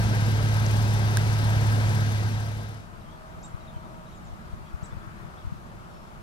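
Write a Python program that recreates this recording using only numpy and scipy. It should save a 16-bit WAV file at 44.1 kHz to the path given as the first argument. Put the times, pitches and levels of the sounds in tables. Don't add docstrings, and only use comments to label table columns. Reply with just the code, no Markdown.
import sys
import numpy as np
from scipy import signal
from scipy.fft import rfft, irfft, next_fast_len
from scipy.io import wavfile
from scipy.ndimage import uniform_filter1d, map_coordinates

SR = 44100
rng = np.random.default_rng(int(sys.argv[2]) if len(sys.argv) > 2 else 0)


def file_out(sig):
    cols = np.atleast_2d(sig).T
    lim = np.clip(cols, -1, 1)
    pcm = np.round(lim * 32767).astype(np.int16)
    wavfile.write(sys.argv[1], SR, pcm)


N = 274302
TIME = np.arange(N) / SR

# t/s, f/Hz
FIRING_RATE = [(0.1, 106.8), (2.5, 106)]
# multiple of the six-firing cycle, level/dB
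EXHAUST_ORDERS = [(2, -54), (3, -46), (4, -46.5), (5, -47), (6, -24), (7, -40), (8, -39), (9, -52),
                  (10, -49), (11, -56.5), (12, -44.5), (13, -67), (14, -72)]
# f/Hz, width/Hz, level/dB re the roar
PANEL_MODES = [(1302, 57, 3), (1577, 74, 5), (5000, 330, -21), (5960, 150, -3.5)]
# f/Hz, level/dB
ROAR_SPECTRUM = [(20, -28), (40, 0), (75, 1.5), (130, 0), (190, -3), (260, -5.5), (340, -10), (520, -10.5),
                 (950, -10), (1150, -16.5), (2000, -16.5), (2600, -19.5), (5000, -25), (7000, -29),
                 (11000, -33), (15700, -45)]
ROAD_SPECTRUM = [(150, -37), (250, -13.5), (282, -7.5), (353, -2.5), (508, -7), (614, -1.5), (1010, -4),
                 (1250, -4.5), (1890, -15), (2450, -17), (7660, -27.5), (12700, -32), (15600, -39)]
TYRE_SPECTRUM = [(500, -42), (900, -1), (1300, 3.5), (1800, -5.5), (2500, -12), (4000, -34.5)]
WIND_SPECTRUM = [(12, -28), (20, -0.5), (65, -2.5), (177, -3), (235, -7), (280, -23), (330, -10.5),
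                 (430, -45.5), (730, -120)]
# f/Hz, coherence, left minus right level/dB, left phase lead/rad
ENGINE_IMAGE = [(30, .95, -1, 0.22), (100, 1, -1.5, 0.5), (250, 0.96, 0.5, 0.92), (514, 0.95, 4.5, 1.33),
                (950, 0.8, 4.5, 1.69), (1980, 0.66, 5, 3.07), (2980, 0.82, 5, 4.15), (4570, 0.12, 10, 6.2),
                (6060, 0.42, 10, 8.8), (8300, 1, 7, 10.7), (11200, 0.47, 8.5, 10.66),
                (15000, 0.61, 10.5, 14)]
ROAD_IMAGE = [(250, 0.15, 2, 0), (504, 0.13, -1, 1), (990, 0.6, 3, 2.5), (1250, 0.86, 3, 2),
              (1620, 0.6, 6, 3), (2000, 0.34, 0.5, 3), (3000, 0.08, 0.5, 5), (15000, 0.058, -1.5, 5)]
WIND_IMAGE = [(30, 0.14, 0, 0), (90, 0.0016, 1.2, 0.027), (166, 0.51, 0, 0.0088), (255, 0.26, 0, 0)]
TYRE_IMAGE = [(1000, 0.68, 10.0, 2.44), (2500, 0.5, 6.7, 3.35)]
# t/s, level/dB, low f/Hz, high f/Hz, T60/s, body level/dB, left minus right level/dB
TICK_EVENTS = [(.664, -25.5, 4600, 6800, .008, -20, 5.5), (1.1712, -15, 4000, 11000, .005, -2, -4),
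               (5.115, -55, 1500, 2500, .02, 0, 5), (5.217, -54, 7000, 14000, .006, -30, 6)]
# f/Hz, level/dB, T60/s
TICK_MODES = [(1600, 1, .02), (2900, 1, .006), (4000, 3, .005), (5000, 2, .005)]
# centre t/s, half length/s, rise/dB
VEHICLE_PASSES = [(3.58, .15, 1), (5.08, .3, 6.5)]
# t/s, f/Hz
WHINE_GLIDE = [(2.6, 320), (4.05, 316), (6.22, 294.5)]
# multiple, level/dB
WHINE_HARMONICS = [(2, 4.5), (3, 2), (4, -4)]
# start t/s, end t/s, level/dB
WHINE_PLATEAUS = [(3.4, 4.03, -56.5), (4.8, 5.0, -63)]
# centre t/s, level/dB, f/Hz
GUST_BUMPS = [(3.547, -21, 97), (3.768, -21, 102), (4.538, -23, 70), (4.745, -22, 74.6), (4.832, -21, 113),
              (4.931, -24, 86), (4.973, -24.5, 80), (5.452, -24, 75), (5.479, -24, 64.7),
              (5.525, -18.5, 131)]
# t/s, length/s, start f/Hz, end f/Hz
TWITTER_SLURS = [(3.008, .016, 4200, 3400), (3.058, .02, 3350, 3050), (3.086, .034, 3050, 3750),
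                 (3.12, .016, 3500, 3150), (3.602, .016, 4200, 3700), (3.646, .012, 3700, 4100),
                 (3.674, .022, 4000, 3200), (3.696, .012, 3400, 3800), (3.743, .02, 3300, 3000),
                 (4.058, .018, 4100, 3600), (4.117, .018, 3550, 3950), (4.135, .012, 3500, 3100),
                 (4.657, .02, 3200, 3500), (4.908, .016, 3300, 3550), (5.01, .016, 3300, 3550),
                 (5.368, .026, 3100, 3950), (5.394, .016, 3550, 3200)]
# t/s, start f/Hz, middle level/dB
FALLING_CHIRPS = [(4.135, 7900, -68), (4.24, 7650, -66)]
# t/s, top f/Hz, level/dB
ARCHED_CALLS = [(3.426, 7600, -51), (4.826, 7850, -52.5)]

ENGINE_GAIN_DB, HUM_DROP_S, HUM_DROP_DB = 1.5, (2.75, 2.8), -4.5
FADE_START_S, ENGINE_GONE_S, LANE_FULL_S = 1.904, 2.93, 2.96
ROAD_DB, HISS_DB, BREEZE_DB = -49, -55.5, -43.5
WHINE_FLOOR_DB, WHINE_RISE_DB_PER_S, WHINE_FALL_DB_PER_S = -70, 23, 72
SMALL_BUMPS_S, SMALL_BUMP_DB, SMALL_BUMP_HZ = (4.3, 5.65), -29.5, 78
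ARCH_S, ARCH_FOOT_HZ = .037, 4300
BAND_LIMIT_HZ = 15725


def engine():
    firing_hz = curve(FIRING_RATE) + .3 * wobble(4)
    cycle = 2 * np.pi * np.cumsum(firing_hz) / 6 / SR
    hum_gain = amp(np.interp(TIME, HUM_DROP_S, [0, HUM_DROP_DB]))
    return hum_gain * exhaust(cycle) + block_noise(cycle)


def exhaust(cycle):
    note = np.zeros(N)
    for order, db in EXHAUST_ORDERS:
        drift = .5 if order % 6 == 0 else 2.5
        lag = .05 * (order - 6) ** 2
        peak = np.sqrt(2) * amp(db + drift * wobble(4.53))
        note += peak * np.cos(order * cycle - lag + 0.6 * drift * wobble(4.1))
    return filtered(note, placed(ENGINE_IMAGE))


def block_noise(cycle):
    panels = lambda hz: 1 + sum(amp(db) / (1 + (2 * (hz - centre) / width) ** 2)
                                for centre, width, db in PANEL_MODES)
    roar = rush(ROAR_SPECTRUM, ENGINE_IMAGE, patchy_db=0.9, colour=panels)
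    treble = filtered(roar, lambda hz: 1 / (1 + (7000 / (hz + 1)) ** 4))
    valve = lambda lag: np.exp(4.3 * (np.cos(cycle - lag) - 1))
    clatter = 0.7 * amp(2.2 * wobble(12)) * valve(4.4) + 0.25 * amp(2.6 * wobble(12)) * valve(7.3)
    clatter += 0.097 * wobble(29.6) - .2
    return amp(-31.5) * (roar + treble * clatter)


def ticks():
    out, t = np.zeros((2, N)), np.arange(SR // 20) / SR
    for s, db, low_hz, high_hz, t60, body_db, pan_db in TICK_EVENTS:
        band = signal.butter(2, [low_hz, high_hz], "band", fs=SR)
        crack = amp(-60 * t / t60) * unit(signal.lfilter(*band, rng.standard_normal((2, len(t)))))
        modes = sum(amp(body_db + level + rng.normal(0, 2) - 60 * t / ring) * np.sin(2 * np.pi * hz * t)
                    for hz, level, ring in TICK_MODES)
        body = (1 - np.exp(-t / .0004)) * modes
        add(out, s, amp(db) * (crack + body) * sides(pan_db)[:, None])
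    return out


def drive_whine():
    swells = [db - WHINE_RISE_DB_PER_S * np.maximum(start - TIME, 0)
              - WHINE_FALL_DB_PER_S * np.maximum(TIME - end, 0) for start, end, db in WHINE_PLATEAUS]
    level = np.maximum(np.max(swells, axis=0), WHINE_FLOOR_DB)
    phase = 2 * np.pi * np.cumsum(curve(WHINE_GLIDE) + 2.58 * wobble(15)) / SR
    whine = sum(amp(level + db + 2.4 * wobble(7.7)) * np.sin(k * phase) for k, db in WHINE_HARMONICS)
    return filtered(whine, placed(ROAD_IMAGE))


def traffic():
    road = amp(ROAD_DB + 0.17 * wobble(3.68)) * rush(ROAD_SPECTRUM, ROAD_IMAGE, patchy_db=1.03)
    rise_db = sum(db * np.exp(-((TIME - s) / half) ** 2) for s, half, db in VEHICLE_PASSES)
    return road + amp(HISS_DB + rise_db) * rush(TYRE_SPECTRUM, TYRE_IMAGE, patchy_db=1.5)


def wind():
    lumps = amp(1.6 * np.array([wobble(11), wobble(5.9)]))
    out = amp(BREEZE_DB) * unit(lumps * rush(WIND_SPECTRUM, WIND_IMAGE, patchy_db=-0.3))
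    first, last = SMALL_BUMPS_S
    small = [(first + (last - first) * when, SMALL_BUMP_DB + 6 * (force - .5),
              SMALL_BUMP_HZ * 2 ** (pitch - .5)) for when, force, pitch in rng.random((11, 3))]
    for s, db, hz in GUST_BUMPS + small:
        half = int(1.5 * SR / hz)
        periods = np.arange(-half, half) * hz / SR
        pulse = np.cos(2 * np.pi * periods + rng.uniform(0, 2 * np.pi)) * np.exp(-(periods / 0.5) ** 2)
        add(out, s - half / SR, amp(db) * pulse * [[1], [-.48]])
    return out


def bird_slurs():
    out, quaver = np.zeros((2, N)), 1 + .012 * wobble(90)

    def slur(s, length_s, start_hz, end_hz, db, pan_db=0, swell_db=0):
        u = np.linspace(-1, 1, int(length_s * SR))
        hz = np.linspace(start_hz, end_hz, len(u)) * quaver[round(s * SR):][:len(u)]
        envelope = amp(db + swell_db * u / 2) * (1 - u ** 2) ** .4
        add(out, s, envelope * np.sin(2 * np.pi * np.cumsum(hz) / SR) * sides(pan_db)[:, None])

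    for row in TWITTER_SLURS:
        slur(*row, db=-63, pan_db=3)
    for s, hz, db in FALLING_CHIRPS:
        slur(s, length_s=.056, start_hz=hz, end_hz=hz - 1850, db=db, swell_db=8)
    slur(5.88, length_s=.255, start_hz=5520, end_hz=5150, db=-72)
    return out


def bird_arches():
    out, u = np.zeros((2, N)), np.linspace(-1, 1, int(ARCH_S * SR))
    for s, top_hz, db in ARCHED_CALLS:
        phase = 2 * np.pi * np.cumsum(top_hz + (ARCH_FOOT_HZ - top_hz) * abs(u) ** 3.2) / SR
        subharmonic = amp(-8) * (1 - u ** 2) ** 3 * np.sin(phase / 2)
        add(out, s, amp(db) * (1 - u ** 2) ** .3 * (np.sin(phase) + subharmonic) * np.ones((2, 1)))
    return out


def birds():
    calls = bird_slurs() + bird_arches()
    calls *= amp(2.4 * wobble(90) + 2.4 * np.array([wobble(120), wobble(120)]))
    t = np.arange(SR // 2) / SR
    echoes = rng.standard_normal((2, len(t))) * amp(-60 * t / .15) * (t > .003)
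    return calls + signal.fftconvolve(calls, echoes / np.linalg.norm(echoes[0]), axes=1)[:, :N]


def rush(spectrum, image, patchy_db, colour=lambda hz: 1):
    bins = signal.stft(rng.standard_normal((2, N + 512)), nperseg=512)[2]
    patches = uniform_filter1d(rng.standard_normal(bins.shape[1:]), size=6, axis=0)
    patches = unit(uniform_filter1d(patches, size=12, axis=1))
    pair = signal.istft(bins * amp(patchy_db * patches), nperseg=512)[1][:, :N]
    gain = lambda hz: amp(along(spectrum, hz)) * colour(hz)
    angle = lambda hz: np.arccos(np.clip(along(image, hz), -1, 1)) / 2
    mid, side = filtered(pair, lambda hz: gain(hz) * [np.cos(angle(hz)), np.sin(angle(hz))])
    return unit(filtered(np.array([mid + side, mid - side]), placed(image)))


def placed(image):
    return lambda hz: (sides(along(image, hz, column=2))
                       * np.exp(.5j * along(image, hz, column=3) * np.array([[1], [-1]])))


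def sides(db):
    return amp(np.array([db / 2, -db / 2]))


def filtered(x, response):
    size = next_fast_len(N + 8192)
    return irfft(rfft(x, size) * response(np.fft.rfftfreq(size, 1 / SR)), size)[..., :N]


def along(rows, hz, column=1):
    columns = np.transpose(rows)
    return np.interp(np.log(hz + 1), np.log(columns[0] + 1), columns[column])


def curve(rows):
    return np.interp(TIME, *np.transpose(rows))


def wobble(rate):
    return map_coordinates(rng.standard_normal(int(N * rate / SR) + 4), [TIME * rate])


def add(track, s, sound):
    part = track[:, round(s * SR):round(s * SR) + sound.shape[1]]
    part += sound[:, :part.shape[1]]


def amp(db):
    return 10 ** (np.asarray(db) / 20)


def unit(x):
    return x / np.sqrt(np.mean(x ** 2) + 1e-20)


def scene():
    ramp = lambda end_s: np.clip((TIME - FADE_START_S) / (end_s - FADE_START_S), 0, 1)
    near = amp(ENGINE_GAIN_DB) * (1 - ramp(ENGINE_GONE_S)) * engine() + ticks()
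    lane = drive_whine() + traffic() + wind() + birds()
    return near + ramp(LANE_FULL_S) * lane


def record(dry):
    return filtered(dry, lambda hz: hz < BAND_LIMIT_HZ)


dry = scene()
out = record(dry)
file_out(out)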